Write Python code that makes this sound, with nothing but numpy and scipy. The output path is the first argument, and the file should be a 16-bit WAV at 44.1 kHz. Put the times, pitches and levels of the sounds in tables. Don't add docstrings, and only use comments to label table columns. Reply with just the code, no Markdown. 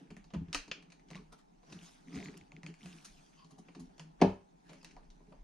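import sys
import numpy as np
from scipy import signal
from scipy.fft import rfft, irfft
from scipy.io import wavfile
from scipy.ndimage import uniform_filter1d

SR = 44100
rng = np.random.default_rng(int(sys.argv[2]) if len(sys.argv) > 2 else 0)


def volts_from_decibels(level):
    exponent = np.asarray(level, float) / 20
    return 10 ** exponent


def persist_wave(psi):
    counts = np.round(np.clip(psi, -1, 1) * 32767).astype(np.int16)
    wavfile.write(sys.argv[1], SR, np.atleast_2d(counts).T)


N = 239771

# (pitch_hz, still_air, wall_echoes, sliding_hands)
LIKENESS = [(60, 0.37, 1, .9), (249, -0.032, 0.89, .9), (397, -1.2, 0.81, 0.55), (700, -0.64, 0.23, 0.19),
            (1150, -0.71, 0.14, 0.21), (1800, -0.3, 0.51, 0.24), (2680, 0.2, 0.52, 0.94),
            (4200, 0.45, 0.57, 0.84), (5370, 0.27, 0.15, .4), (9000, 0.15, 0.02, 0.37)]


def evened(x):
    return x / np.sqrt(np.mean(x ** 2) + 1e-20)


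def peaked(x):
    return x / (abs(x).max() + 1e-12)


def read(points, hz, axis=1):
    table = np.transpose(points)
    return np.interp(np.log(hz + 1), np.log(table[0] + 1), table[axis])


def add(mix, s, sound):
    part = mix[round(s * SR):][:len(sound)]
    part += sound[:len(part)]


def band(x, lo_hz, hi_hz):
    return signal.sosfilt(signal.butter(4, [lo_hz, hi_hz], "band", fs=SR, output="sos"), x)


def ring(x, modes, stretch=1):
    total = 0
    for k, (hz, width, db) in enumerate(modes):
        b, a = signal.iirpeak(hz * stretch, max(hz / width, .3), SR)
        total = total + (-1) ** k * volts_from_decibels(db) * signal.lfilter(b, a, x)
    return total


def swells(s, db, fade_s, rise_s, rest_db):
    late = np.arange(0, N + 64, 64) / SR - s[:, None]
    shape = db[:, None] - 20 * np.maximum(late / np.maximum(fade_s, .02)[:, None], -late / rise_s)
    level_db = 10 * np.log10((volts_from_decibels(shape) ** 2).sum(0) + volts_from_decibels(rest_db) ** 2)
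    return np.interp(np.arange(N) / 64, np.arange(len(level_db)), level_db)


def noise(spectrum_db, patchy_db, size, close=0):
    hop, hz = size // 4, np.fft.rfftfreq(size, 1 / SR)
    frames = N // hop + 5
    starts = np.arange(frames) * hop
    a, b, c, d, patches = rng.standard_normal((frames, len(hz), 5)).T
    patches = uniform_filter1d(patches, size=6, axis=0)
    patches = evened(uniform_filter1d(patches, size=12, axis=1))
    close = np.interp(starts, np.arange(N), close * np.ones(N))
    same = np.outer(read(LIKENESS, hz), 1 - close) + np.outer(read(LIKENESS, hz, axis=3), close)
    same = np.clip(same, -1, 1)
    first = a + 1j * b
    second = same * first + np.sqrt(1 - same ** 2) * (c + 1j * d)
    z = np.array([first, second]) * volts_from_decibels(spectrum_db(hz[:, None], starts / SR) + patchy_db * patches)
    return signal.istft(z, nperseg=size, noverlap=size - hop)[1][:, :N]


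def ticks():
    # (start_s, peak_db, shell_ring_hz, shaft_hollow_db)
    clacks = [(0.1667, -44.5, 1840, -7.5), (0.825, -52.5, 2250, -9), (0.9958, -56, 1860, -18),
              (1.104, -44.5, 2500, -7.5), (1.1117, -46.5, 2020, -2.5), (1.1546, -42, 2210, -3),
              (2.8587, -42.5, 2410, -8), (3.9809, -52.5, 2940, -6), (3.9957, -39, 2630, -9.5),
              (4.7069, -59, 1910, 1), (4.7328, -46.5, 2170, -13.5), (4.8466, -40, 2720, -12.5)]
    rattles = [(0.1042, -50, 2300, -3), (0.3363, -47.5, 2200, 5), (0.9013, -55, 2300, -13),
               (0.9199, -49, 2320, -9.5), (1.0847, -59.5, 3050, -16), (1.724, -44, 2570, -10.5),
               (2.37, -51, 2800, -38), (3.7491, -51.5, 2370, -4), (4.9093, -53.5, 2510, -27.5)]
    taps = [(0.0727, -66, 2030, -18), (0.3037, -57.5, 2830, -0.5), (0.3453, -49.5, 2530, 8),
            (0.4828, -59, 2440, -3), (1.6307, -66, 2160, 8.5), (1.6975, -62, 2620, 3),
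            (3.684, -52.5, 2090, -2), (4.693, -53, 3070, 0.5), (5.03, -65.5, 1800, -2),
            (5.2044, -81, 1815, 24), (5.3228, -66, 2440, 10.5)]
    nicks = [(0.2421, -58.5, 2630, -3), (0.6798, -53, 2530, 1.5), (3.4458, -58.5, 3190, -3),
             (4.8302, -56.5, 2570, -3), (4.9659, -66.5, 1693, 21), (5.1027, -58.5, 2960, -11)]
    swipes = [(1.3205, -59.5, 2090, 5.5), (3.045, -50, 2960, -13), (3.5054, -61.5, 2800, -3),
              (3.581, -60.5, 3100, 1), (3.7948, -58.5, 3060, -4)]
    pips = [(2.519, -49.5, 2260, -3.5), (2.6324, -43, 2080, -8), (2.6639, -37.5, 2220, -13.5),
            (2.741, -48, 2330, -26)]
    snaps = [
        (0.5293, -27.5, 2680, -17),
        (0.5467, -19.5, 2510, -14),
    ]
    latch = [(0.7141, -27, 2440, -14.5)]
    seating = [
        (4.215, -30, 2490, -1.5),
        (4.2173, -30.5, 2320, 12.5),
    ]
    # (rows, bright_edge_db, contact_ms, top_hz, share_to_walls_db)
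    kinds = [(clacks, -1, 1.54, 11300, -0.09), (rattles, -1.8, 3.64, 9000, -.1), (taps, -17, 3.45, 9100, -.1),
             (nicks, 5.8, 2.03, 8600, -.1), (swipes, 6, 10.3, 10900, -.1), (pips, -0.5, 1, 9700, 0),
             (snaps, -1.7, 1.7, 12200, -.1), (latch, -2.4, 2.65, 6000, -2.5), (seating, -7, 3, 9800, -1)]
    # (pitch_hz, width_hz, level_db)
    edge_modes = [(3960, 780, -7), (6490, 720, -12), (9450, 740, -18.5), (15000, 900, -24.5)]
    # (pitch_hz, width_hz, level_db)
    hollow_modes = [(547, 360, 0), (1004, 453, 3), (1202, 642, -3.5)]
    out, t = np.zeros((3, N)), np.arange(2000) / SR
    hits = sorted((*row, *kind) for rows, *kind in kinds for row in rows)
    grits = rng.standard_normal((len(hits), 3, len(t)))
    for (s, db, hz, hollow_db, edge_db, ms, top_hz, wall_db), grit in zip(hits, grits):
        u = 1000 * t / max(ms, .2)
        contact = (grit[0] + [[.12], [.5], [.5]] * grit) * np.sqrt(u) * np.exp(-u) * .5
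        contact[:, 0] += 3.77 * np.exp(-ms / 2.85)
        contact[2] = (t == 0) * np.linalg.norm(contact[0]) * volts_from_decibels(wall_db)
        stretch = 1 + .08 * np.tanh(grit[0, -1])
        shell = ring(contact, [(hz, 420, 0), (hz * 1.424, 1100, -7), (hz * 0.69, 900, -8), (hz * 2.07, 1600, -10)])
        shell[2] -= 0.48 * ring(contact[2], [(hz, 450, 0)])
        thinned = signal.lfilter([1, -min(ms / 11, 1)], 1, contact)
        edges = ring(thinned, edge_modes, stretch)
        hollow = ring(contact, hollow_modes, stretch)
        parts = (0, shell), (edge_db, edges), (hollow_db, hollow)
        sound = sum(volts_from_decibels(db + g) * part / abs(part[0]).max() for g, part in parts)
        for row, wave in zip(out, band(sound, 180, min(top_hz, 18000))):
            add(row, s, wave)
    return signal.sosfilt(signal.butter(2, 380, "high", fs=SR, output="sos"), out)


def slips():
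    # (start_s, peak_db, shell_ring_hz)
    jumps = [(0.7145, -29.5, 2680), (0.7198, -34.5, 2950), (1.1326, -45, 2020), (1.1478, -40.5, 1950),
             (1.167, -48, 3330), (1.177, -48.5, 2180), (1.79, -46.5, 2800), (1.814, -51, 2450),
             (2.0738, -57, 2050), (2.0835, -50.5, 1940), (2.128, -47, 2000), (2.145, -46, 2020),
             (2.157, -44, 2130), (2.1665, -44, 2300), (2.176, -43, 1940), (2.1874, -43, 2100),
             (2.2024, -41, 2050), (2.227, -39.5, 2080), (2.2582, -38.5, 2050), (2.2755, -51, 4400),
             (2.2851, -41.5, 1980), (2.3155, -61, 4400), (2.342, -50, 1910), (2.4121, -49.5, 2160),
             (2.5193, -46, 2120), (2.5653, -44, 2110), (2.633, -43.5, 2085), (2.665, -39, 2180),
             (2.741, -56, 2190), (2.8087, -53, 2090), (2.817, -51, 2330), (2.831, -47.5, 3000),
             (2.929, -47.5, 2530), (2.9851, -49, 2420), (3.0044, -57, 2290), (4.9663, -54, 827),
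             (4.965, -61, 4900)]
    out, spike = np.zeros((2, N)), np.eye(1, 600)[0]
    for s, db, hz in jumps:
        ping = ring(spike, [(hz, 240, 0), (hz * 1.213, 400, -4), (hz * 1.62, 700, -12), (6500, 900, -16)])
        ping = volts_from_decibels(db) * peaked(ring(ping, [(hz * 1.0, 3000, 0)]))
        spread = ring(spike, [(hz * 0.73, 1900, 7.0), (5200, 2500, -3.0)])
        add(out[0], s, ping)
        add(out[1], s, np.linalg.norm(ping) * spread)
    return out


def knock():
    # (peak_s, level_db)
    blows = [(4.2066, -35), (4.213, -32), (4.2148, -43), (4.218, -16), (4.2205, -16), (4.2236, -6),
             (4.2279, -10), (4.231, -22.5), (4.2368, -15.5), (4.247, -13.5)]
    # (pitch_hz, level_db, t60_s)
    desk_rings = [(57.6, -16.5, 0.28), (98.8, -11, 0.26), (167, -3, 0.14), (192, 2, 0.21),
                  (263, -6.5, 0.21), (285, -15.5, 0.11), (314, -16, .1), (336, -13, 0.24), (369, -14, 0.19),
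                  (394, -10.5, 0.27), (438.5, -12, 0.22), (482, -22, 0.082)]
    # (pitch_hz, level_db, t60_s)
    shaft_rings = [(537, -17.5, 0.13), (584, -18, 0.28), (660, -15.5, 0.2), (692, -11, 0.12),
                   (740, -11, 0.088), (823, -13.5, 0.2), (874, -12, 0.2), (990, -19.5, 0.11),
                   (1086, -18.5, 0.11), (1206, -28.5, 0.14)]
    desk_struck_s, shaft_struck_s = 4.2245, 4.2175
    legs_hz = 180
    t, push, body = np.arange(SR // 2) / SR, np.zeros(N), np.zeros(N)
    u = t[:441] - .005
    blow = np.exp(-(u / 0.00052) ** 2) - 0.06 * np.exp(-(u / 0.0046) ** 2)
    blow = -peaked(blow) * np.hanning(len(u))
    for s, db in blows:
        add(push, s - .005, volts_from_decibels(db) * blow)
    struck = (desk_struck_s, desk_rings, -17.0, 2.5, 1), (shaft_struck_s, shaft_rings, -18.0, 1.0, -1)
    for s, modes, level_db, cycles, side in struck:
        for hz, db, t60 in modes:
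            swell = 1 - np.exp(-t * hz / cycles)
            fade = volts_from_decibels(level_db + db - 60 * t / max(t60, .02))
            add(body, s, side * np.sign(hz - legs_hz) * fade * swell * np.sin(2 * np.pi * hz * t))
    return band(push, 114, 9000) + body


def rasps():
    rasp_times = [.35, .555, .78, 1.17, 1.334, 1.335, 1.389, 1.39, 2.155, 2.156, 2.2, 2.245, 2.25, 2.375,
                  2.41, 3.052, 3.053, 3.055, 3.078, 3.432, 3.512, 3.514, 3.588, 3.59, 3.8, 3.802, 3.9, 4.0,
                  4.207, 4.54, 4.7, 4.71, 4.815, 4.816, 4.9, 5.33]
    # (level_db, fade_s, pitch_hz, width_hz)
    rasp_tones = [(-53, 0.045, 520, 180), (-41, 0.022, 1220, 390), (-61.5, 0.053, 390, 140),
                  (-56.5, 0.04, 1110, 210), (-58, 0.031, 1310, 270), (-67, 0.024, 4700, 1900),
                  (-69.5, .04, 3300, 7100), (-71.5, 0.083, 1300, 360), (-59, 0.032, 4900, 860),
                  (-60.5, 0.033, 6600, 610), (-66, 0.17, 2230, 900), (-60.5, 0.059, 6800, 800),
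                  (-60, 0.073, 4200, 1000), (-72, 0.027, 6400, 900), (-65.5, .1, 810, 110),
                  (-62, 0.037, 1300, 390), (-66, 0.033, 2600, 740), (-73, 0.043, 940, 110),
                  (-66, 0.021, 1370, 300), (-60, 0.02, 1090, 95), (-65.5, .03, 1100, 90),
                  (-66, 0.027, 750, 140), (-63.5, 0.025, 750, 190), (-68, 0.037, 1160, 70),
                  (-63, .03, 720, 110), (-65, 0.027, 1090, 110), (-68.5, 0.039, 720, 200),
                  (-63, 0.032, 970, 200), (-57.5, .03, 1100, 1900), (-71.5, 0.035, 550, 270),
                  (-63.5, 0.08, 2200, 1700), (-60, 0.11, 576, 190), (-68, 0.033, 5000, 300),
                  (-72, .03, 2630, 340), (-68, 0.056, 2100, 700), (-59.5, 0.059, 584, 130)]
    rise_s = 0.019
    out, t = np.zeros((2, N)), np.arange(-SR // 20, SR // 4) / SR
    grits = rng.standard_normal((len(rasp_tones), 3, len(t)))
    for s, (db, fade_s, hz, width), grit in zip(rasp_times, rasp_tones, grits):
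        hiss = ring(grit[0] + 1.2 * grit[1:], [(hz, width, 0)])
        hiss = ring(hiss, [(hz, width * 1.2, 0)])
        shape = volts_from_decibels(db - 20 * np.maximum(t / max(fade_s, .005), -t / rise_s))
        for row, wave in zip(out, shape * evened(hiss)):
            add(row, s + t[0], wave)
    return out


def sparks():
    # (start_s, peak_db)
    spark_hits = [(0.1037, -70), (0.1436, -68), (0.166, -60), (0.2428, -69.5), (0.3356, -67), (0.5287, -53),
                  (0.5457, -38), (0.6804, -64), (0.7138, -66), (0.9028, -72.5), (1.1114, -67.5),
                  (1.1114, -51), (1.3279, -56), (1.3279, -58), (1.7235, -69), (1.7235, -61), (2.0827, -68),
                  (2.2263, -63), (2.2478, -50), (2.3421, -63), (2.376, -42), (2.5187, -67), (2.6319, -63),
                  (2.6638, -62), (2.6638, -59), (2.7407, -68), (2.8594, -63), (3.048, -53), (3.5084, -66),
                  (3.5813, -65), (3.7489, -73), (3.7988, -74), (3.7988, -66), (3.9799, -63), (3.9943, -63),
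                  (4.2158, -50.5), (4.2158, -49.5), (4.7057, -68), (4.7316, -53.5), (4.8294, -56),
                  (4.8454, -43), (4.9097, -67), (5.1023, -67), (5.1073, -69)]
    out, t = np.zeros((2, N)), np.arange(400) / SR
    for (s, db), grit in zip(spark_hits, rng.standard_normal((len(spark_hits), 3, len(t)))):
        burst = (grit[0] + .6 * grit[1:]) * np.exp(-t / .0011)
        for row, wave in zip(out, band(burst, 6200, 12500)):
            add(row, s, volts_from_decibels(db - 3.0) * wave)
    return out


def scuff():
    # (time_s, level_db)
    scuff_curve = [
        (3.36, -86),
        (3.379, -65),
        (3.42, -69),
        (3.449, -78),
        (3.47, -108),
    ]
    # (pitch_hz, width_hz, level_db, drift_share, swell_db)
    scuff_modes = [
        (1070, 130, 4, 0, 7.5),
        (3030, 800, 0.5, -0.01, -7),
        (4840, 570, -3, -.1, 3),
    ]
    s, db = np.transpose(scuff_curve)
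    grit, t = rng.standard_normal(N)[:SR // 5], np.arange(SR // 5) / SR
    along, out, hiss = np.clip(t / (s[-1] - s[0]), 0, 1), np.zeros(N), 0
    grit = grit * volts_from_decibels(3.0 * evened(uniform_filter1d(grit[::-1], size=120)))
    for hz, width, gain_db, drift, swell_db in scuff_modes:
        turn = np.exp(2j * np.pi * np.cumsum(hz * (1 + drift * along)) / SR)
        r = np.exp(-np.pi * width / SR)
        slow = signal.lfilter([(1 - r) ** 2], [1, -2 * r, r * r], grit / turn)
        hiss = hiss + volts_from_decibels(gain_db + swell_db * along) * (turn * slow).real
    add(out, s[0], volts_from_decibels(np.interp(t + s[0], s, db)) * evened(hiss))
    return out


def hands(axis):
    # (peak_s, rubbing_db, desk_weight_db, fade_s)
    strokes = [(0, -70.5, -53, 0.18), (.51, -74.5, -55, 0.1), (.76, -94, -61.5, 0.45),
               (1.133, -69, -56, 0.19), (1.41, -80, -84, 0.066), (1.725, -64, -56.5, 0.21),
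               (1.835, -64.5, -90, 0.33), (2.162, -56.5, -44.5, 0.27), (2.35, -71, -53.5, 0.092),
               (2.7, -69.5, -52.5, 0.042), (2.848, -63.5, -61.5, 0.59), (3.1, -72, -94, 0.78),
               (3.68, -78, -64.5, 0.4), (3.85, -77.5, -65, 0.98), (4.3, -72, -80, 0.13),
               (4.698, -70, -60, 0.38), (4.87, -80, -65.5, 1), (5.32, -77, -63.5, 0.11)]
    rest_rub_db, rest_hum_db = -82.5, -72
    rows = np.transpose(strokes)
    return swells(rows[0], rows[axis], rows[3], rise_s=0.1, rest_db=[rest_rub_db, rest_hum_db][axis - 1])


def rub():
    # (pitch_hz, density_db_per_hz)
    rub_colour = [(290, -46.5), (500, -22), (637, 8.5), (922, -1.5), (990, 1), (1700, 0.5), (2530, -3.5),
                  (3940, -6.5), (6480, -5.5), (7580, -16), (9380, -12), (11600, -26), (14000, -26),
                  (15000, -31)]
    faint_db, clear_db = -76.5, -65.5
    level_db = hands(axis=1)
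    bright_db = 2.5 + 0.223 * (level_db - hands(axis=2))

    def colour(hz, t):
        tilt_db = np.interp(t, np.arange(N) / SR, bright_db)
        return read(rub_colour, hz) + tilt_db * np.log2((hz + 50) / 2500)

    close = np.clip((level_db - faint_db) / (clear_db - faint_db), 0, 1)
    plain = noise(colour, patchy_db=3.0, size=512, close=close)
    lumps = uniform_filter1d(rng.exponential(1, N) ** 2, size=90)
    grit = volts_from_decibels(1.2 * evened(lumps - 2))
    unit = np.sqrt(np.median(uniform_filter1d(plain[0] ** 2, size=4000)))
    return volts_from_decibels(level_db + 3.5) * plain / unit * evened(grit)


def desk():
    # (start_s, peak_db, main_pitch_hz, t60_s)
    jolts = [(0.168, -42.5, 192, 0.11), (0.335, -31.5, 198, 0.18), (0.543, -39.5, 286, 0.11),
             (0.677, -42.5, 295, 0.09), (0.712, -31.5, 167, 0.028), (0.833, -51, 159, 0.051),
             (1.149, -39.5, 182.4, 0.12), (1.192, -41, 180, 0.088), (1.324, -56, 200, 0.16),
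             (1.814, -50.5, 171.5, 0.16), (2.074, -47.5, 251.7, 0.14), (2.104, -60, 180, 0.03),
             (2.26, -47.5, 151, 0.23), (2.286, -34, 169, 0.072), (2.33, -51, 163, 0.048),
             (2.535, -45, 161, 0.1), (2.568, -43, 175, 0.097), (2.634, -45.5, 162.7, 0.22),
             (2.673, -43.5, 166.5, 0.16), (2.82, -43.5, 209, 0.11), (2.938, -48.5, 165, 0.13),
             (3.188, -53, 159, 0.093), (3.441, -53, 165, 0.13), (3.517, -50, 154.5, 0.19),
             (3.581, -45, 174.6, 0.15), (3.756, -43, 189.6, 0.25), (3.991, -54, 158, 0.45),
             (4.7, -56, 206.5, 0.19), (5.201, -49.5, 240, 0.12)]
    bumps = [(0.105, -40.5, 174.7, 0.14), (0.25, -58, 162, 0.21), (1.105, -55, 160, 0.55),
             (1.72, -40, 193, 0.11), (1.755, -40.5, 185, 0.11), (2.006, -49, 162, 0.062),
             (2.14, -46.5, 186, 0.59), (2.209, -34, 181, 0.061), (2.848, -44, 178.7, 0.22),
             (3.047, -67, 149, 0.15), (3.69, -46, 285, 0.062), (3.798, -42, 256.4, 0.18),
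             (4.741, -58, 176, 0.15), (5.281, -45.5, 190, 0.075), (5.329, -59, 193, 0.19)]
    shoves = [(0.36, -32.5, 167, 0.14), (0.409, -33, 171, 0.098), (0.478, -43, 161, 0.1),
              (2.166, -35, 163, 0.066), (2.41, -49.5, 176, 0.079), (4.222, -34.5, 195, 0.18),
              (4.91, -76, 187, 0.073)]
    pushes = [(jolts, -38), (bumps, -22), (shoves, -9.5)]
    # (pitch_hz, width_hz, level_db)
    desk_modes = [(167.35, 23.4, 0.5), (217.4, 18, -6), (267.8, 36, -4), (340, 85, -8), (417, 119, -8.5)]
    # (peak_s, level_db, fade_s)
    sways = [(.15, -62.5, 0.99), (.6, -51.5, 0.031), (.82, -79, .07), (1.12, -64.5, 0.93),
             (1.89, -68.5, 0.88), (2.53, -71, 0.52), (3.182, -56, 0.053), (3.8, -62, 0.49),
             (4.3, -50.5, 0.048), (4.56, -75, 0.48), (4.98, -56, 0.52), (5.43, -53.5, 0.11)]
    out, t = np.zeros(N), np.arange(SR // 3) / SR
    thuds = sorted((*row, deep_db) for rows, deep_db in pushes for row in rows)
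    for (s, db, hz, t60, deep_db), turn in zip(thuds, rng.random((len(thuds), len(desk_modes) + 1))):
        boom = 0
        for (f, width, g), u in zip([(hz, 0, 4)] + desk_modes, turn):
            boom = boom + volts_from_decibels(g - 14.0 * u - 1.13 * width * t) * np.sin(2 * np.pi * f * t)
        boom = peaked(boom) + volts_from_decibels(deep_db) * np.sin(2 * np.pi * (65 + 30 * turn[0]) * t)
        shape = (1 - np.exp(-t / 0.021)) * volts_from_decibels(-60 * t / max(t60, .02))
        add(out, s, volts_from_decibels(db + 13.0) * boom * shape)
    hum = band(ring(rng.standard_normal(N), desk_modes), 138.0, 419)
    out += volts_from_decibels(hands(axis=2)) * evened(hum)
    sway_db = swells(*np.transpose(sways), rise_s=0.16, rest_db=-77.5)
    sway = evened(band(rng.standard_normal(N), 20, 44.0))
    sway = volts_from_decibels(sway_db) * (sway + volts_from_decibels(-15.5) * np.array([[1], [-1]]) * sway[::-1])
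    rocking = volts_from_decibels(-14.0) * band(np.roll(out, 700), 200, 940) + volts_from_decibels(-18.5) * band(out, 40, 105)
    return np.array([out + rocking, out - rocking]) + sway


def ports(x, share):
    # (pitch_hz, left_lead_radians, left_excess_db)
    port_offsets = [(100, 0.01, 1), (380, 0.01, 0.7), (600, 0.56, 3), (1410, -0.94, 2), (2800, 0.47, 0.5),
                    (5570, .8, 0.5), (11000, 2, -1.3)]
    hz = np.fft.rfftfreq(N, 1 / SR)
    half = volts_from_decibels(share * read(port_offsets, hz, axis=2) / 2) * np.exp(.5j * read(port_offsets, hz, axis=1))
    return irfft(rfft(x) * np.array([half, 1 / half]), N)


def room(x):
    # (pitch_hz, t60_s)
    room_decay = [(150, 0.45), (400, 0.23), (1000, 0.3), (2800, 0.31), (7000, 0.22), (12000, 0.23)]
    out, size = np.zeros((2, N)), SR // 3
    for shift in (0, np.pi / 2):
        echoes = np.zeros((2, size))
        at = np.arange(200, size - 10, 10) + rng.integers(0, 10, (2, (size - 201) // 10))
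        np.put_along_axis(echoes, at, rng.choice([-1., 1.], at.shape), axis=1)
        hz, t, z = signal.stft(echoes, SR, nperseg=256)
        same = np.clip(read(LIKENESS, hz, axis=2), -1, 1)[:, None]
        z[1] = same * z[0] + np.sqrt(1 - same ** 2) * z[1]
        decay = volts_from_decibels(-60 * t / read(room_decay, hz)[:, None])
        decay = decay + 1.5 * np.exp(-t / 0.0045)
        tail = signal.istft(z * decay, SR, nperseg=256)[1]
        turn = np.cos(2 * np.pi * np.arange(N) / SR * 7 + shift)
        out += signal.oaconvolve((x * turn)[None], tail / np.linalg.norm(tail[0]), axes=1)[:, :N]
    return out


def still_air():
    # (pitch_hz, density_db_per_hz)
    air_colour = [(69, -23.5), (118, -20.5), (145, -3), (177, -0.5), (288, -8.5), (353, -7.5), (540, -13),
                  (860, -6), (1170, -20), (3150, -37), (3630, -40.5), (6400, -40), (9600, -40.5),
                  (11300, -57), (15000, -49.5)]
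    return volts_from_decibels(-67) * evened(noise(lambda hz, t: read(air_colour, hz) + 0 * t, patchy_db=-0.5, size=2048))


def scene():
    *near, around = ticks() + scuff()
    blunt, (pings, spread) = knock(), slips()
    to_walls = volts_from_decibels(-0.5) * around + volts_from_decibels(-8.5) * band(spread, 700, 7500) + volts_from_decibels(-9.0) * band(blunt, 430, 9000)
    hits = np.array(near) + pings + blunt + rasps() + sparks()
    return ports(hits, share=1.1) + ports(rub(), share=0.21) + room(to_walls) + desk() + still_air()


def top_cut(x):
    return signal.sosfilt(signal.butter(12, 15290, fs=SR, output="sos"), x)


def record(dry):
    hz = np.fft.rfftfreq(N, 1 / SR) + 1
    treble = volts_from_decibels(-4 / (1 + (11200 / hz) ** 16))
    treble /= 1 + (hz / 15150) ** 60
    return top_cut(irfft(rfft(dry) * treble, N))


dry = scene()
out = record(dry)
persist_wave(out)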